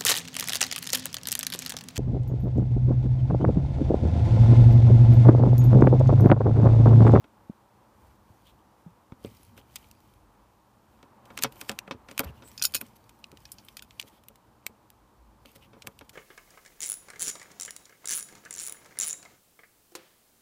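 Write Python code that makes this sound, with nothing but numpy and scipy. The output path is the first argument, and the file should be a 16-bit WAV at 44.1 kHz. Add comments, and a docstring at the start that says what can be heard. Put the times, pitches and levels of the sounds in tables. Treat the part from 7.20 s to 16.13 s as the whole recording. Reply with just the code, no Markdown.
"""A hand works a car key in the ignition lock, close to a hand-held microphone in a quiet, dead cabin.
First come bumps (low decaying sines), brushing fingers (filtered noise), a groan and light clicks.
From about 2 to 5 s the lock catches, thickest after 4 s: a crack, a short shudder and a modal column knock.
The steel ring then clinks (decaying sines and chatter), clicks go on, a button snaps at 7.5 s,
and regripping, knocks and a last catch follow; hush, rumble and hiss (shaped noise) lie under it all."""
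import sys
import numpy as np
from scipy import signal
from scipy.fft import rfft, irfft, next_fast_len
from scipy.io import wavfile
from scipy.ndimage import uniform_filter1d, map_coordinates

SR = 44100
rng = np.random.default_rng(int(sys.argv[2]) if len(sys.argv) > 2 else 0)


def bounce(signal):
    """Save signal as a 16-bit WAV file at the path given by the first command-line argument."""
    frames = np.transpose(np.atleast_2d(signal))
    limited = np.clip(frames, -1, 1)
    pcm = np.round(limited * 32767).astype(np.int16)
    wavfile.write(sys.argv[1], SR, pcm)


N = 393813
TIME = np.arange(N) / SR  # scene clock, s
AGE = np.arange(SR // 4) / SR  # time since a contact, s
AGE_SPAN_S = len(AGE) / SR
TOP_HZ = 15300  # upper band limit


def amp(db):
    """Decibels to gain."""
    return 10 ** (np.asarray(db) / 20)


def unit(x):
    """Scale to rms 1."""
    return x / np.sqrt(np.mean(x ** 2) + 1e-20)


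def packed(x):
    """Scale to the energy of one millisecond at rms 1."""
    return x * np.sqrt(SR / 1000 / np.sum(x ** 2))


def along(points, hz):
    """Read (f/Hz, value) points on a log frequency axis."""
    f, v = np.transpose(points)
    return np.interp(np.log(hz + 1), np.log(f), v)


def add(track, s, x):
    """Mix x into the track from time s."""
    part = track[max(round(s * SR), 0):][:len(x)]
    part += x[:len(part)]


def wobble(rate):
    """A smooth random curve, rate knots a second."""
    knots = rng.standard_normal(int(N * rate / SR) + 4)
    return map_coordinates(knots, [TIME * rate])


def coloured(x, db_of):
    """Causal minimum-phase filter whose gain is db_of(f/Hz)."""
    m = 2 * next_fast_len(len(x) // 2 + 1024)
    gain = amp(db_of(np.fft.rfftfreq(m, 1 / SR)))
    cepstrum = irfft(np.log(gain + 1e-6))
    # fold the cepstrum onto positive time
    cepstrum[1:m // 2] *= 2
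    cepstrum[m // 2 + 1:] = 0
    return irfft(rfft(x, m) * np.exp(rfft(cepstrum)))[:len(x)]


def noise_bed(spectrum):
    """Steady noise of the given spectrum, rms 1."""
    return unit(coloured(rng.standard_normal(N), lambda hz: along(spectrum, hz)))


def fade(t60):
    """An exponential decay by 60 dB in t60 seconds, played no shorter than 2 ms."""
    return 10 ** (-3 * AGE / max(t60, .002))


def burst(t60):
    """A decaying noise burst with its spectrum smoothed flat."""
    x = rng.standard_normal(len(AGE)) * fade(t60)
    power = np.abs(uniform_filter1d(np.abs(rfft(x)) ** 2, size=450))
    bins_hz = np.fft.rfftfreq(len(x), 1 / SR)
    return packed(coloured(x, lambda hz: -10 * np.log10(np.interp(hz, bins_hz, power))))


# outside hush over time: t/s, level/dB before the air trim
HUSH_LEVEL = [(0.0, -66), (1.56, -67), (3.68, -67), (4.13, -61), (5.0, -63), (5.84, -66.5), (8.93, -68.5)]
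# outside hush through the closed car, spectrum: f/Hz, level/dB
HUSH_SPECTRUM = [(71, -36.5), (120, 4), (163, -20.5), (198, 2.5), (265, -6), (316, -0.5), (388, -6.5),
                 (577, -5), (680, -7.5), (880, -1.5), (1130, -5.5), (1410, -12), (1680, -15.5),
                 (2100, -21.5), (4000, -32), (5200, -59.5), (8800, -120)]
# rumble of the held microphone, spectrum: f/Hz, level/dB
RUMBLE_SPECTRUM = [(12, -51), (20, -30.5), (36, -9), (54, 2.5), (81, 0), (113, -0.5), (155, -8),
                   (217, -4.5), (260, -9.5), (340, -35.5), (570, -120)]
ARM_SETTLE_S = 0.41  # the holding hand is stirred this long around a movement
RUMBLE_GROWS = .5  # stirred rumble, dB per dB of movement
HISS_DB = -74  # the microphone's steady hiss


def cabin(move_db, still_db, stirred_db, air_db):
    """A soft outside hush in the closed car, a faint hiss, and a handling rumble that grows with movement."""
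    stir = amp(RUMBLE_GROWS * (move_db - move_db.max()))
    stir = uniform_filter1d(stir, size=max(round(ARM_SETTLE_S * SR), 1))
    rumble = noise_bed(RUMBLE_SPECTRUM) * amp(2 * wobble(9))
    air = noise_bed(HUSH_SPECTRUM) * amp(.7 * wobble(8))
    hiss = noise_bed([(900, -19.5), (2400, 1.5), (5000, -0.5), (10000, -3.5), (15000, -3.5)])
    rumble_gain = amp(still_db) + amp(stirred_db) * stir
    hush_db = np.interp(TIME, *np.transpose(HUSH_LEVEL)) + air_db
    return rumble_gain * rumble + amp(hush_db) * air + amp(HISS_DB) * hiss


# the hand leans on the column and it groans: t/s, length/s, level/dB, nominal f/Hz just above the band
COLUMN_GROANS = [(0.763, 0.18, -60, 78), (2.752, 0.69, -68, 57), (7.68, 0.67, -61, 61)]


def groans():
    """Narrow low swells of filtered noise under the weight of the hand."""
    out = np.zeros(N)
    for s, length, db, hz in COLUMN_GROANS:
        band = signal.butter(2, [hz * 0.78, hz * 0.98], "band", fs=SR, output="sos")
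        swell = signal.sosfilt(band, rng.standard_normal(SR))[-round(length * SR):]
        add(out, s, amp(db) * unit(swell) * signal.windows.tukey(len(swell)))
    return out


# the hand reaches, takes hold, turns and regrips: t/s, length/s, movement level/dB
HAND_MOVES = [(0.752, 0.21, -74), (1.057, .29, -75.5), (1.557, .12, -79), (2.023, .27, -65.5),
              (2.323, .14, -73.5), (2.5, .2, -65), (2.761, .25, -74.5), (3.677, 0.13, -77),
              (4.073, .22, -69.5), (4.346, 0.19, -60), (4.88, 0.24, -69), (5.233, 0.46, -63),
              (5.715, 0.41, -75), (6.158, .43, -68.5), (6.671, .28, -70), (8.233, .22, -71),
              (8.553, .38, -73.5)]
MOVE_ATTACK_S, MOVE_RELEASE_S = .1, 0.15  # every movement swells and dies away alike


def movement(rest_db):
    """How briskly the hand moves, in dB: each move swells, holds and dies away."""
    power = np.full(N, amp(rest_db) ** 2)
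    for s, length, db in HAND_MOVES:
        gate = np.minimum((TIME - s) / MOVE_ATTACK_S, (s + length - TIME) / MOVE_RELEASE_S)
        power += (amp(db) * np.clip(gate + .5, 0, 1)) ** 2
    return 10 * np.log10(power)


def thud(db, hz, t60, rise=.0018):
    """A soft push on plastic: a few low cycles."""
    onset = 1 - np.exp(-(AGE / rise) ** 2)
    return amp(db) * np.sin(2 * np.pi * hz * AGE) * fade(t60) * onset


def pats(move_db, above_db, spread_db, hz, count):
    """The shifting hand pats the column at random, mostly while it moves."""
    out = np.zeros(N)
    motion = np.cumsum(amp(move_db / 2))
    for when, size, pitch in rng.random((count, 3)):
        at = np.searchsorted(motion, when * motion[-1])
        db = move_db[at] / 2 + above_db + spread_db * size
        add(out, at / SR, thud(db, hz * 4 ** (pitch - .5), .05))
    return out


# soft bumps of hand and column: t/s, level/dB before the mix trim, f/Hz, t60/s
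SOFT_BUMPS = [(0.2963, -20.5, 203, 0.028), (.2965, -39, 630, 0.021), (1.101, -43.5, 108.4, 0.079),
              (1.662, -35.5, 169.4, 0.092), (1.922, -24, 121, 0.016), (2.046, -25.5, 431, 0.04),
              (2.068, -41.5, 109, .13), (4.246, -33, 128, 0.15), (4.995, -21, 244, 0.047),
              (5.052, -32, 168, .05), (5.059, -33.5, 75, 0.26), (5.096, -32, 124, 0.055),
              (5.626, -35.5, 233, 0.062)]


def bumps():
    """Flesh pushes plastic into a few damped low cycles."""
    out = np.zeros(N)
    for s, db, hz, t60 in SOFT_BUMPS:
        add(out, s, thud(db, hz, t60))
    return out


def friction(spectrum, grain_db):
    """Grainy, uneven noise of skin brushing textured plastic."""
    grains = rng.standard_normal(N) * amp(grain_db * wobble(700))
    spectra = signal.stft(grains, nperseg=512)[2]
    # random patches of level, smoothed across frequency, then time
    patches = uniform_filter1d(rng.standard_normal(spectra.shape), size=6, axis=0)
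    patches = unit(uniform_filter1d(patches, size=7, axis=1))
    brushing = signal.istft(spectra * amp(1.6 * patches), nperseg=512)[1][:N]
    return unit(coloured(brushing, lambda hz: along(spectrum, hz)))


# skin on plastic, spectrum: f/Hz, level/dB
SKIN_SPECTRUM = [(900, -26.5), (2000, 1.5), (3000, -5.5), (4500, -2), (7000, -4.5), (10500, -4),
                 (13500, -2), (15300, -1.5)]
# hollow fob sounded by rubbing, spectrum: f/Hz, level/dB
FOB_SPECTRUM = [(1200, -26.5), (2000, -10.5), (2350, 1.5), (2700, -6), (3100, 2.5), (3700, -12),
                (5000, -13.5), (9000, -33)]
# short slips of fingers and ring on the fob:
# t/s, length/s, level/dB, squeak f/Hz (held to TOP_HZ), squeak level/dB relative to the slip
FOB_SLIPS = [(1.238, 0.091, -67.5, 3280, 2), (2.037, 0.06, -66.5, 2460, 3),
             (2.356, 0.059, -60.5, 3100, -3.5), (2.71, 0.11, -80, 4800, 1),
             (4.204, 0.042, -50.5, 3000, -11), (4.347, 0.087, -65, 13500, 1),
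             (4.471, 0.044, -52, 3500, -21), (4.88, 0.062, -61.5, 2420, -1),
             (5.033, 0.022, -48.5, 11600, -5), (5.054, 0.066, -64.5, 2840, 5),
             (5.125, 0.097, -68, 2920, -2), (5.228, 0.09, -70.5, 7900, 11),
             (5.752, 0.023, -57.5, 12000, -11), (6.86, 0.038, -58.5, 3250, -9),
             (6.901, .11, -68.5, 3250, -4), (8.243, 0.089, -67, 2800, -0.5), (8.346, 0.029, -53, 3000, -16),
             (8.4, 0.078, -67.5, 2800, 4.5)]


def fingers(move_db, hiss_db, fob_db):
    """Moving skin brushes the plastic and sounds the hollow fob; slips swell and excite a narrow squeak."""
    grain_db = np.clip((move_db + 66.5) * .25, 0, 3)  # firmer rubbing is coarser
    out = amp(move_db + hiss_db + .7 * wobble(37)) * friction(SKIN_SPECTRUM, grain_db)
    out += amp(move_db + fob_db + 3.1 * wobble(30)) * friction(FOB_SPECTRUM, grain_db=8)
    rough = friction(SKIN_SPECTRUM, grain_db=3.0)
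    for s, length, db, hz, squeak_db in FOB_SLIPS:
        stroke = rough[round(s * SR):][:round(length * SR)]
        resonance = signal.iirpeak(min(hz, TOP_HZ), hz / 600, SR)  # about 600 Hz wide
        squeak = unit(signal.filtfilt(*resonance, stroke))
        swell = signal.windows.tukey(len(stroke), .8)
        add(out, s, amp(db) * swell * (stroke + amp(squeak_db) * squeak))
    return out


def ticks(move_db, above_db, spread_db, count):
    """Loose ring and keys tick faintly, more often and louder the more the fingers move."""
    out = np.zeros(N)
    motion = np.cumsum(amp(move_db))
    for when, size, mode in rng.random((count, 3)):
        at = np.searchsorted(motion, when * motion[-1])
        hz = RING_MODES[int(mode * len(RING_MODES))][0]
        line = np.sin(2 * np.pi * hz * AGE) * fade(.03)
        tick = packed(rng.standard_normal(len(AGE)) * fade(0.0099)) + 0.53 * packed(line)
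        add(out, at / SR, amp(move_db[at] + above_db + spread_db * size ** 2) * tick)
    glint = [(2200, -1), (3200, 4.5), (5000, 1.5), (9000, 1)]  # f/Hz, level/dB
    return coloured(out, lambda hz: along(SNAP_SPECTRUM, hz) + along(glint, hz))


def shimmer(t60, count):
    """Scattered modes of small parts, other ones for each point of contact."""
    age = AGE[:len(AGE) // 2]
    hz = rng.uniform(1500, TOP_HZ, (count, 1))
    size, phase = rng.random((2, count, 1))
    modes = np.sum(size * np.sin(2 * np.pi * (hz * age + phase)), axis=0)
    return packed(modes * fade(t60)[:len(age)])


def contact(db_of, t60, crack_db, tail_db, tail_t60):
    """A hard contact: a crack and its instant rebound, the part's short shudder and a weak ringing tail."""
    crack = np.zeros(len(AGE))
    crack[[4, rng.integers(14, 48)]] = 1, rng.uniform(-.6, .6)
    blow = amp(crack_db) * packed(crack) + burst(t60)
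    add(blow, 0, amp(tail_db) * shimmer(tail_t60, count=45))
    return packed(coloured(blow, db_of))


def rebounds(first_db, t60, count):
    """Loose steel chatters: more touches, closest together at first and weaker the later they come."""
    train = np.zeros(SR // 30)
    at = SR // 1000 + (rng.random(count) ** 2 * (SR // 35)).astype(int)
    train[at] = amp(first_db) * fade(t60)[at] * rng.standard_normal(count)
    train[0] = 1
    return train


# the steel ring meets fob and keys:
# t/s, level/dB as if packed in 1 ms before the mix trim, bite/dB up to 3 kHz, top/dB from 8 kHz
RING_CLINKS = [(5.3781, -30, -5.5, -18), (5.3957, -33, -7, -25), (5.4164, -28.5, 16, -9),
               (5.4233, -13, -12.5, -13), (5.4383, -14.5, -9, -3), (5.447, -20, 6.5, -4),
               (5.452, -8.5, -12, -7.5), (5.539, -24.5, 2, -10), (5.5463, -13, -0.5, 2),
               (5.5513, -15.5, 6, -1.5), (5.5648, -23, -8, -9), (6.254, -37.5, 0, -18),
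               (6.3182, -29.5, -8.5, 2), (6.3842, -40.5, -2, -22), (6.4491, -45, 0, 21),
               (6.5689, -30, 3.5, -7), (6.6231, -34.5, 9, -1.5)]
# modes of the steel ring: f/Hz, level/dB before random spread, t60/s before the fingers' damping
RING_MODES = [(2533, -3, 0.099), (4620, -18, .1), (5060, -19.5, 0.075), (5100, -16, .07), (5670, -20, 0.12),
              (6837, 4.5, 0.055), (8110, -9.5, 0.0746), (9570, 2.5, .09), (10980, -2, 0.073),
              (11350, -7, 0.079), (14000, 3.5, 0.089), (15080, -2.5, 0.061)]
# touch of ring on its neighbours, spectrum: f/Hz, level/dB
CHINK_SPECTRUM = [(200, -9.5), (1000, -16.5), (1450, -1), (1900, -11), (2600, -1), (3800, -2), (5100, 4),
                  (6500, -5.5), (8500, 3.5), (11000, 2), (15300, 2.5)]
CLINK_T60_S = 0.014  # the shudder of each touch
RING_GROWS = .08  # harder clinks ring more freely, dB per dB


def key_ring(ring_db):
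    """Clinks ring the steel modes at new strengths; the ring chatters on its neighbours, damped by fingers."""
    out = np.zeros(N)
    for s, db, bite_db, top_db in RING_CLINKS:
        tone = lambda hz: along([(3000, bite_db), (4800, 0.0087), (6000, 0.00071), (8000, top_db)], hz)
        ring = 0
        for hz, level, life in RING_MODES:
            # drifting phase blurs each line a little
            chatter = np.cumsum(rng.standard_normal(len(AGE))) / np.sqrt(SR)
            strength = amp(level + tone(hz) + 4 * rng.normal())
            line = np.sin(2 * np.pi * (hz * AGE + rng.random() + chatter))
            ring = ring + strength * fade(min(life, .075)) * line  # fingers cap the ringing
        strike = contact(lambda hz: along(CHINK_SPECTRUM, hz) + tone(hz), CLINK_T60_S,
                         crack_db=-9, tail_db=-10, tail_t60=0.052)
        touches = rebounds(first_db=-10, t60=0.098, count=9)
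        strike = packed(signal.fftconvolve(strike, touches)[:len(AGE)])
        add(out, s, amp(db) * (strike + amp(ring_db + RING_GROWS * db) * packed(ring)))
    return out


# strong modes of the column shroud: f/Hz, width/Hz, level/dB
COLUMN_MODES = [(224.2, 110, -4.5), (440, 6.4, -1.5), (549.3, 16, 0), (827, 25, -14.5), (995, 15, -8),
                (1210, 26, -7.5), (1390, 50, -3), (1670, 33, -17), (2243, 38, -6.5), (2570, 20, -9),
                (3260, 29, -9), (3630, 67, -9.5), (3900, 65, -18.5), (5900, 110, -12.5)]
# dense weak modes of the shroud, spectrum: f/Hz, level/dB
SHELL_SPECTRUM = [(35, -51), (70, -4.5), (130, 1), (250, -2.5), (700, 2), (1300, 1.5), (2500, -7.5),
                  (5700, -14), (7000, -27), (15000, -44.5)]
# the column sways after every knock: centre of the random pitch, delay, decay
THUD_HZ, THUD_LAG_S, THUD_T60_S = 244, .007, 0.076
THUD_DB, THUD_GROWS = -17, 0.77  # level after a knock of 0 dB; dB per dB of knock


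def knock(db, hardness, t60, dense_db=-0.5, tail_db=-6.5):
    """A kick to the column shroud: a few strong modes among many weak ones, then the column's low thud."""
    modes = 0
    for hz, width, level in COLUMN_MODES:
        line = np.sin(2 * np.pi * (hz * AGE + rng.random()))
        modes = modes + amp(level) * np.sqrt(width) * np.exp(-np.pi * width * AGE) * line
    dense = burst(t60) + amp(tail_db) * burst(.082)
    dense = coloured(dense, lambda hz: along(SHELL_SPECTRUM, hz))
    body = packed(modes * fade(3.5 * t60)) + amp(dense_db) * packed(dense)
    # a soft blow leaves the high modes still
    out = amp(db) * packed(coloured(body, lambda hz: hardness * np.log2(np.hypot(1, hz / 400))))
    sway_hz = THUD_HZ * np.exp(0.11 * rng.normal())
    add(out, THUD_LAG_S, thud(THUD_DB + THUD_GROWS * db, sway_hz, THUD_T60_S))
    return out


# dull blows on the lock housing:
# t/s, level/dB as if packed in 1 ms before the mix trim, hardness/dB per octave, t60/s of the dense modes
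HOUSING_KNOCKS = [(0.042, -43.5, -1.5, 0.02), (1.921, -38, -5, 0.012), (2.046, -27, -14.5, 0.13),
                  (3.83, -43, -2, .05), (4.2438, -17, 1.5, .063), (4.516, -33, -2, 0.087),
                  (4.7105, -22.5, 1.1, 0.057), (4.746, -36.5, -27, .034), (5.003, -24, -2, 0.034),
                  (5.034, -28.5, -4, 0.32), (5.223, -40.5, 0.5, 0.1), (5.546, -36, -1, 0.068),
                  (6.127, -41, -13, .07), (6.836, -45, -12, .06), (7.102, -44, -12, .05),
                  (7.495, -44.5, -16, .06), (8.252, -45, -2, 0.051), (8.358, -43, -12, .08),
                  (8.532, -42.5, -1, 0.16), (8.566, -43.5, -12, 0.07), (8.643, -41, -9.5, .08),
                  (8.811, -37.5, -1.6, 0.046)]


def housing():
    """The barrel's end stops and the hand knock the column shroud into its modes."""
    out = np.zeros(N)
    for s, db, hardness, t60 in HOUSING_KNOCKS:
        add(out, s, knock(db, hardness, t60))
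    return out


# modes of the release button's plastic cap: f/Hz, level/dB at the onset, t60/s
BUTTON_MODES = [(1290, -43, 0.018), (1620, -31.5, 0.0094), (2257, -24.5, 0.014)]
BUTTON_AT_S = 7.4658  # the lock's release button snaps in


def button():
    """The cap adds a short hollow ring to the button's click."""
    out = np.zeros(N)
    for hz, db, t60 in BUTTON_MODES:
        add(out, BUTTON_AT_S, amp(db) * np.sin(2 * np.pi * hz * AGE) * fade(t60))
    return out


# stiff small parts snapping together, spectrum: f/Hz, level/dB
SNAP_SPECTRUM = [(100, -21), (600, -10), (1100, -2), (1500, 0), (1950, -0.5), (2500, 2.5), (3600, 0.5),
                 (6000, 0.5), (8000, 2), (10500, 0.5), (13000, 3.5), (15300, 0)]


def click(out_db, part_hz, bite_db, top_db, t60, lead_in_db=-21, lead_in_t60=.0125, octaves=0.91):
    """A hard contact of small stiff parts, in the middle of the result: a crack and a short shudder."""
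    def tone(hz):
        """Snap colour, a treble tilt and a resonant bite around the part's own pitch."""
        bite = bite_db / (1 + (np.log2((hz + 1) / part_hz) / octaves) ** 2)
        return along(SNAP_SPECTRUM, hz) + along([(8000, 0.0089), (11000, top_db)], hz) + bite

    lead_in = rng.standard_normal(len(AGE)) * fade(lead_in_t60)
    lead_in = packed(coloured(lead_in, tone))[::-1]  # faint reversed noise ahead of the contact
    hit = contact(tone, t60, crack_db=-7.5, tail_db=-14.5, tail_t60=.039)
    return amp(out_db) * np.concatenate([amp(lead_in_db) * lead_in, hit])


# clicks of the key and the release button:
# t/s, level/dB as if packed in 1 ms before the mix trim, bite/dB, top/dB from 11 kHz,
# t60/s, played no shorter than 2 ms
LOOSE_CLICKS = [(1.269, -53, 13, 4, .027), (2.0474, -40, 28, -2, 0.016), (2.558, -27, -6, -5, 0.02),
                (2.5621, -31, 15, -8, 0.026), (2.713, -42, -6, -6, .007), (3.8288, -49, 12, -8, 0.0048),
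                (4.055, -48, 15, 0, 0.034), (4.2239, -20, 2, 0, 0.014), (4.323, -41.5, 9, 6, .019),
                (4.5154, -34, 4, -5, 0.021), (4.5894, -22, 10.5, -5, 0.0056), (4.9787, -21, 3, -5, 0.005),
                (5.0035, -24, 8, 6, .012), (5.8935, -44, 1, -2, 0.022), (6.0417, -32.5, 24.5, -14, 0.0086),
                (6.117, -44.5, 8, -3.5, .007), (6.1723, -43, 17, -4.5, 0.012), (6.4853, -37, 22, 5, 0.02),
                (6.5938, -35.5, 13, -26, 0.0078), (6.7086, -42.5, 20, -26, 0.0017),
                (6.7975, -21.5, 16, -2, 0.019), (6.814, -35, 1, -3, 0.0077), (6.8266, -38, 14, -30.5, .009),
                (7.037, -50.5, 10, 3, .014), (7.0844, -35, 8, 8.5, 0.013), (7.157, -47.5, 5, 0, 0.016),
                (7.4659, -21, 2.5, 0, 0.0051), (7.703, -42.5, 1.5, 4, .004), (8.258, -41.5, 20, 2, 0.009),
                (8.621, -36, 12, -12, 0.028), (8.7907, -40, 12.5, 0, 0.0065), (8.894, -37.5, 5, -2, 0.03)]
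KEY_HZ = 3040  # main resonance of the key in its fob


def clicks():
    """Hard contacts of the key and the release button, some beside housing knocks."""
    out = np.zeros(N)
    for s, db, bite_db, top_db, t60 in LOOSE_CLICKS:
        add(out, s - AGE_SPAN_S, click(db, KEY_HZ, bite_db, top_db, t60, octaves=0.9))
    return out


# the lock catches as the key turns, levels before the mix trim:
# t/s, click level/dB as if packed in 1 ms, bite/dB, top/dB from 11 kHz, knock level/dB, hardness/dB per octave
LOCK_CATCHES = [(2.3764, -44.5, 14, 2, -41, -3.5), (4.1033, -46.5, 27, -7.5, -37.5, -2.5),
                (4.1755, -25.5, 12.5, -3.5, -37, 3), (4.1893, -30, -1, -14.5, -34, 2.5),
                (4.2361, -11.5, -2.5, -5.5, -25.5, -2.5), (4.4128, -28.5, 6.5, -2, -35, 0),
                (4.4945, -19.5, 7.5, -10, -23.5, -1.5), (4.677, -41.5, 26, -11, -33, -5.5),
                (4.8862, -42.5, 15, -12, -37, 1), (4.9124, -37.5, 9, -10, -37, -7.5),
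                (4.9937, -13.5, 9.5, 3.5, -19, -1), (5.6123, -23.5, 11.5, 12, -33.5, -4.5),
                (8.6716, -27, 13, 1.5, -32.5, -6.5)]
LOCK_HZ = 2100  # the tumblers' main resonance
LOCK_T60_S, LOCK_HALVING_DB = .0055, 20.5  # decay of a 0 dB snap; one this much softer lasts twice as long
# a tumbler ticks just before each catch, the housing answers just after
LEAD_S, LEAD_DB, KNOCK_LAG_S = 0.0043, -18.5, .0015


def catches(lead_t60, knock_t60):
    """Each catch is an early tick, a snap that is shorter the harder it is, and a knock in the housing."""
    out = np.zeros(N)
    for s, db, bite_db, top_db, knock_db, hardness in LOCK_CATCHES:
        start = s - AGE_SPAN_S
        snap_t60 = LOCK_T60_S * 2 ** (-db / LOCK_HALVING_DB)
        add(out, start - LEAD_S, click(db + LEAD_DB, LOCK_HZ, bite_db, top_db, lead_t60))
        add(out, start, click(db, LOCK_HZ, bite_db, top_db, snap_t60))
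        add(out, s + KNOCK_LAG_S, knock(knock_db, hardness, knock_t60))
    return out


def scene():
    """All is within arm's reach; the dashboard gives a faint short answer."""
    move_db = movement(rest_db=-85.5)
    background = cabin(move_db, still_db=-79.5, stirred_db=-58, air_db=4.5)
    hand = amp(1.34) * bumps() + groans()
    hand += pats(move_db, above_db=-20, spread_db=6.5, hz=170, count=50)
    hand += fingers(move_db, hiss_db=1.56, fob_db=-6.0)
    hand += ticks(move_db, above_db=3, spread_db=13, count=110)
    lock = amp(-.5) * key_ring(ring_db=-8.5) + amp(1.0) * housing() + button()
    lock += amp(-1.14) * clicks() + amp(0.15) * catches(lead_t60=0.013, knock_t60=.065)
    answer = signal.fftconvolve(lock, unit(burst(0.13)) / np.sqrt(len(AGE)))[:N]
    return (background + hand + lock + amp(-30.0) * answer)[None]


def record(dry):
    """The small microphone drops the deep bass, and nothing is kept above the band limit."""
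    bass_cut = signal.butter(2, 36, "high", fs=SR, output="sos")
    band_limit = signal.ellip(12, .1, 80, TOP_HZ, fs=SR, output="sos")
    return signal.sosfilt(band_limit, signal.sosfilt(bass_cut, dry))


dry = scene()
out = record(dry)
bounce(out)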